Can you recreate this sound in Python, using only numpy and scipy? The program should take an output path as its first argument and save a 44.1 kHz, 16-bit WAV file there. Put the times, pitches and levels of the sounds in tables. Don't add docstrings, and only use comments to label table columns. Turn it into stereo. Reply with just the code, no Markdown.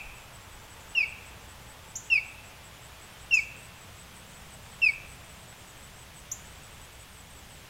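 import sys
import numpy as np
from scipy import signal
from scipy.fft import rfft, irfft, next_fast_len
from scipy.io import wavfile
from scipy.ndimage import uniform_filter1d

SR = 44100
rng = np.random.default_rng(int(sys.argv[2]) if len(sys.argv) > 2 else 0)


def transcribe(u):
    v = np.clip(np.atleast_2d(u).T, -1, 1)
    q = np.round(v * 32767).astype(np.int16)
    wavfile.write(sys.argv[1], SR, q)


def ratio_of_db(decibels):
    return 10 ** (np.asarray(decibels, float) / 20)


N = 339129
LEAD = SR // 2
TIME = np.arange(-LEAD, N) / SR

# (time [s], starting pitch [Hz], sag [Hz/s], knee after the start [s], fall past the knee [Hz/s])
WHISTLES = [
    (0.949, 2870, 6200, .05, 8400),
    (2.1, 2805, 4900, .049, 9600),
    (3.309, 2795, 4200, .058, 11800),
    (4.817, 2735, 3900, .036, 8400),
]
# (peak towards microphone [dB], level towards trees [dB], high overtones [dB])
FACING = [
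    (-15, 4.5, -6),
    (-14.2, 3.5, -8),
    (-12, 1.5, 3),
    (-11.6, 1.2, 4),
    (-11, -.5, 3),
]
# (multiple of the pitch [1], level at full breath [dB], growth with breath [exponent])
OVERTONES = [(2, -16.5, .1), (3, -40, .3), (4, -40, .3), (5, -53, .5)]
# (starts dying [Hz], silent [Hz])
DYING_HZ = (2270, 2120)
FIRST_OFFSET_S = -1.09
HOOK_HZ, HOOK_S, KNEE_WIDTH_S = 150, .003, .003
FLOOR_HZ, LEVELLING_HZ = 2185, 40
FULL_BREATH_DB, SWELL_DB, SWELL_S, FADE_DB_PER_S = -13, 7, .032, 135
ECHO_S, ECHO_GAIN, ECHO_TOP_HZ = .004858, .95, 2760
LATE_ECHO_S, LATE_ECHO_DB = .017, -14

# (first return [s], build-up [s], quick t60 [s], slow t60 [s], slow part [dB], level [dB])
FAR_TREES = (.014, .025, .26, .95, -9, -14)
NEAR_FOLIAGE = (.008, .015, .12, .35, -15, -10.5)
NEAR_BUSHES = (.001, .002, .065, .48, -11.5, -3)

# (time [s], starting pitch [Hz], peak [dB], overtone [dB], bushes [dB])
CHIPS = [
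    (1.9545, 5450, -24, -17, 4),
    (3.338, 5400, -24, -15, 2),
    (6.3148, 5550, -20.5, -11, -2),
]
CHIP_S, CHIP_TOP_HZ = .0155, 7280

# (wing pitch [Hz], peak [dB], strokes a chirp [count], usual spacing of chirps [s])
CRICKETS = [(7960, -47, 5, .186), (7640, -54, 6, .2), (8230, -51, 5, .19), (8800, -57, 6, .25),
            (6960, -57, 6, .21)]
CRICKET_TRIM_DB = [-.6, -1.2, -.8, -.6, -.6]
# (first chirp [s], last chirp [s])
BOUTS = [
    [(.149, 1.259), (1.49, 1.884), (2.046, 2.046), (2.262, 3.401), (3.631, 4.522), (4.718, 5.674),
     (5.826, 6.165), (6.452, 7.357), (7.516, 7.516)],
    [(.011, .804), (1.212, 2.646), (2.808, 3.94), (4.265, 4.812), (5.179, 5.767), (5.927, 6.55),
     (6.743, 6.928), (7.169, 7.569)],
    [(3.377, 3.574), (4.142, 4.296), (4.503, 5.244), (5.405, 6.143), (6.5, 7.128), (7.301, 7.489)],
    [(2.314, 2.314), (2.847, 3.606), (3.895, 5.855), (6.167, 6.412), (6.814, 7.082)],
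    [(.797, 1.001), (2.728, 2.918), (4.307, 4.307), (5.228, 5.675), (6.997, 7.24)],
]
# (lowest pitch [Hz], highest pitch [Hz], level [dB], spread [dB])
CHORUS = (6200, 8900, -63, 2.5)
STROKE_S, STROKE_RING_S, STROKE_SAG = .008, .0056, .035

# (time [s], centre [Hz], width [Hz], level [dB], decay [s])
TICK = (5.526, 1600, 2000, -37, .004)

# (frequency [Hz], level [dB per Hz])
TRAFFIC = [(40, -74), (60, -67.5), (120, -69), (200, -77.5), (320, -82.5), (550, -79.5), (900, -79),
           (1600, -81.7), (3400, -83.3), (4100, -89.5), (6000, -90.5), (8000, -93), (10000, -98),
           (16000, -108)]
# (time [s], width [s], low edge [Hz], high edge [Hz], level [dB])
SWELLS = [
    (4.25, .7, 130, 260, 3.5),
    (1.9, 1.4, 830, 910, 4.5),
    (3.2, .8, 1200, 6000, 1.1),
]
TRAFFIC_FADE_DB_PER_S = .35
# (frequency [Hz], level [dB])
HUM = [(61, -54), (192, -64)]
# (time [s], peak [dB], width [s])
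GUSTS = [
    (0.0, -45, .14),
    (.55, -55, .15),
    (4.95, -59, .3),
    (5.97, -59, .15),
    (6.75, -57, .22),
    (7.42, -55, .1),
]
CALM_DB = -65
# (frequency [Hz], level [dB per Hz])
HISS = [(15, -99), (100, -94.5), (400, -97), (1500, -99.6), (6000, -100), (12000, -100.5), (16000, -102)]


def osprey():
    hz = np.arange(SR // 2 + 1)

    def late(seconds):
        return np.exp(-2j * np.pi * hz * seconds)

    echo = ECHO_GAIN * late(ECHO_S) + ratio_of_db(LATE_ECHO_DB) * late(LATE_ECHO_S)
    echo = echo / (1 + (hz / ECHO_TOP_HZ) ** 28)
    calls = [(WHISTLES[0][0] + FIRST_OFFSET_S, *WHISTLES[-1][1:])] + WHISTLES
    out = np.zeros(len(TIME))
    for (s, *glide), (peak_db, trees_db, bright_db) in zip(calls, FACING):
        call = whistle(*glide, peak_db, bright_db)
        near = irfft(rfft(call) * (1 + echo), SR)
        overtones = band(band(call, 4000, 12000), 4000, 12000)
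        trees = scatter(band(call, 2250, 3300), *FAR_TREES) + scatter(overtones, *NEAR_FOLIAGE)
        flutter = ratio_of_db(trees_db + .8 * walk(120, size=SR))
        i = int(s * SR) + LEAD
        out[i:i + SR] += near + flutter * trees
    return out[LEAD:]


def whistle(start_hz, sag_hz, knee, fall_hz, peak_db, bright_db):
    t = np.arange(SR // 5) / SR
    past_knee = KNEE_WIDTH_S * np.logaddexp(0, (t - knee) / KNEE_WIDTH_S)
    glide = start_hz + HOOK_HZ * np.exp(-t / HOOK_S) - sag_hz * t - (fall_hz - sag_hz) * past_knee
    dying_hz, silent_hz = DYING_HZ
    sounding = glide > silent_hz
    t, glide = t[sounding], glide[sounding]
    pitch = FLOOR_HZ + LEVELLING_HZ * np.logaddexp(0, (glide - FLOOR_HZ) / LEVELLING_HZ)
    phase = 2 * np.pi * np.cumsum(pitch) / SR

    db = peak_db - np.maximum(SWELL_DB * (1 - t / SWELL_S), FADE_DB_PER_S * (t - SWELL_S))
    onset = np.clip(t / .004, 0, 1) ** .7
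    ending = np.clip((glide - silent_hz) / (dying_hz - silent_hz), 0, 1)
    breath = ratio_of_db(uniform_filter1d(db, size=400)) * onset * ending
    effort = breath / ratio_of_db(FULL_BREATH_DB)
    opening = np.abs(np.sin(np.pi * (t / t[-1]) ** 1.2)) ** .5
    tone = np.sin(phase)
    for k, over_db, growth in OVERTONES:
        level = ratio_of_db(over_db + bright_db * (k > 2)) * effort ** growth * opening ** (k - 1.6)
        tone = tone + level * np.sin(k * phase)
    out = np.zeros(SR)
    out[:len(t)] = breath * tone
    return out


def small_bird():
    out = np.zeros(N)
    for s, start_hz, db, over_db, bushes_db in CHIPS:
        u = np.arange(int(CHIP_S * SR)) / (CHIP_S * SR)
        rise = np.sin(np.pi / 2 * np.minimum(u / .8, 1))
        phase = 2 * np.pi * np.cumsum(start_hz + (CHIP_TOP_HZ - start_hz) * rise) / SR
        tone = np.sin(phase) + ratio_of_db(over_db - 13 * u) * np.sin(2 * phase)
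        chip = np.zeros(SR)
        chip[:len(u)] = ratio_of_db(db) * np.sin(np.pi * u ** .7) ** .8 * tone
        heard = chip + ratio_of_db(bushes_db) * scatter(chip, *NEAR_BUSHES)
        i = int(s * SR)
        out[i:i + SR] += heard[:N - i]
    return out


def crickets():
    every = far_chirps() + near_chirps()
    chance = rng.standard_normal((len(every), 8, 3))
    out = np.zeros(N + SR)
    u = np.arange(int(STROKE_RING_S * SR)) / (STROKE_RING_S * SR)
    ring = np.sin(np.pi * u) ** .6
    for (s, hz, db, strokes), rows in zip(every, chance):
        for k, (size, pitch, turn) in enumerate(rows[:int(round(strokes)) + 1]):
            stroke_hz = hz * (1 + .006 * pitch + STROKE_SAG * (.38 - u))
            phase = 2 * np.pi * np.cumsum(stroke_hz) / SR
            level = ratio_of_db(db + 4.0 - 8 * (k == 0) + 1.5 * size)
            i = int((s + (k - 1) * STROKE_S) * SR)
            out[i:i + len(u)] += level * ring * np.sin(phase + 9 * turn)
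    grass = scatter(out, .003, .004, .06, .3, -10, -9)
    return (out + grass)[:N]


def near_chirps():
    rows = []
    for (hz, db, strokes, gap), trim_db, bouts in zip(CRICKETS, CRICKET_TRIM_DB, BOUTS):
        for first, last in bouts:
            times = np.linspace(first, last, round((last - first) / gap) + 1)
            rows += [(s, hz, db + trim_db, strokes) for s in times]
    chance = rng.standard_normal((len(rows), 2))
    return [(s, hz * (1 + .004 * a), db + .9 * b, strokes)
            for (s, hz, db, strokes), (a, b) in zip(rows, chance)]


def far_chirps():
    lo_hz, hi_hz, far_db, spread_db = CHORUS
    return [(.01 + a * N / SR, lo_hz + (hi_hz - lo_hz) * b ** 1.5, far_db + spread_db * (2 * c - 1), 5)
            for a, b, c in rng.random((160, 3))]


def twig():
    s, hz, width, db, decay = TICK
    t = TIME[LEAD:] - s
    snap = rng.standard_normal(N) * (t > 0) * np.exp(-np.abs(t) / decay)
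    return band(snap, hz - width / 2, hz + width / 2) * ratio_of_db(db + 9)


def air_puffs():
    t = TIME[LEAD:]
    air = band(rng.standard_normal(N), 12, 42)
    puffs = ratio_of_db(CALM_DB + 2.1 * walk(3))
    for s, db, width in GUSTS:
        puffs = puffs + ratio_of_db(db) * np.exp(-((t - s) / width) ** 2)
    return air / air.std() * puffs * ratio_of_db(3.0)


def traffic():
    t = TIME[LEAD:]
    road = shaped(TRAFFIC)
    fade = ratio_of_db(-TRAFFIC_FADE_DB_PER_S * (t - t.mean()))
    road = road + band(road, 300, 2600) * (fade - 1)
    swells = np.zeros(N)
    for s, width, lo_hz, hi_hz, db in SWELLS:
        gain = ratio_of_db(db * np.exp(-((t - s) / width) ** 2))
        swells += band(road, lo_hz, hi_hz) * (gain - 1)
    return (road + swells) * ratio_of_db(.4 * walk(3))


def machinery():
    out = np.zeros(N)
    for hz, db in HUM:
        phase = 2 * np.pi * np.cumsum(hz * (1 + .02 * walk(2))) / SR
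        out += ratio_of_db(db + 2.5 * walk(3)) * np.sin(phase)
    return out


def scatter(x, first, build, quick, slow, slow_db, level_db):
    t = np.maximum(np.arange(SR) / SR - first, 0)
    fall = ratio_of_db(-60 * t / quick) + ratio_of_db(slow_db - 60 * t / slow)
    tail = rng.standard_normal(SR) * fall * (1 - np.exp(-t / build))
    tail = tail / np.sqrt(np.sum(tail ** 2))
    return ratio_of_db(level_db) * signal.fftconvolve(x, tail)[:len(x)]


def shaped(table):
    size = next_fast_len(N)
    hz = np.arange(size // 2 + 1) * SR / size + 1e-3
    table_hz, table_db = np.transpose(table)
    gain = ratio_of_db(np.interp(np.log(hz), np.log(table_hz), table_db)) * np.sqrt(SR / 2)
    return irfft(rfft(rng.standard_normal(size)) * gain, size)[:N]


def band(x, lo_hz, hi_hz):
    return signal.sosfilt(signal.butter(2, [lo_hz, hi_hz], "bandpass", fs=SR, output="sos"), x)


def walk(rate, size=N):
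    k = int(SR / rate)
    steps = np.repeat(rng.standard_normal(size // k + 1), k)
    return 1.3 * uniform_filter1d(uniform_filter1d(steps, k), k)[:size]


def scene():
    heard = osprey() + small_bird() + crickets() + twig() + air_puffs() + traffic() + machinery()
    return np.array([heard, np.zeros(N)])


def low_pass(x):
    return signal.sosfilt(signal.butter(12, 15930, fs=SR, output="sos"), x)


def record(dry):
    shared = band(shaped(HISS), 9000, 17000) * ratio_of_db(-5)
    hiss = np.array([shaped(HISS), shaped(HISS)]) + shared
    top_cut = signal.ellip(12, .1, 90, 15830, fs=SR, output="sos")
    mix = signal.sosfilt(top_cut, dry + hiss)
    return low_pass(mix)


dry = scene()
out = record(dry)
transcribe(out)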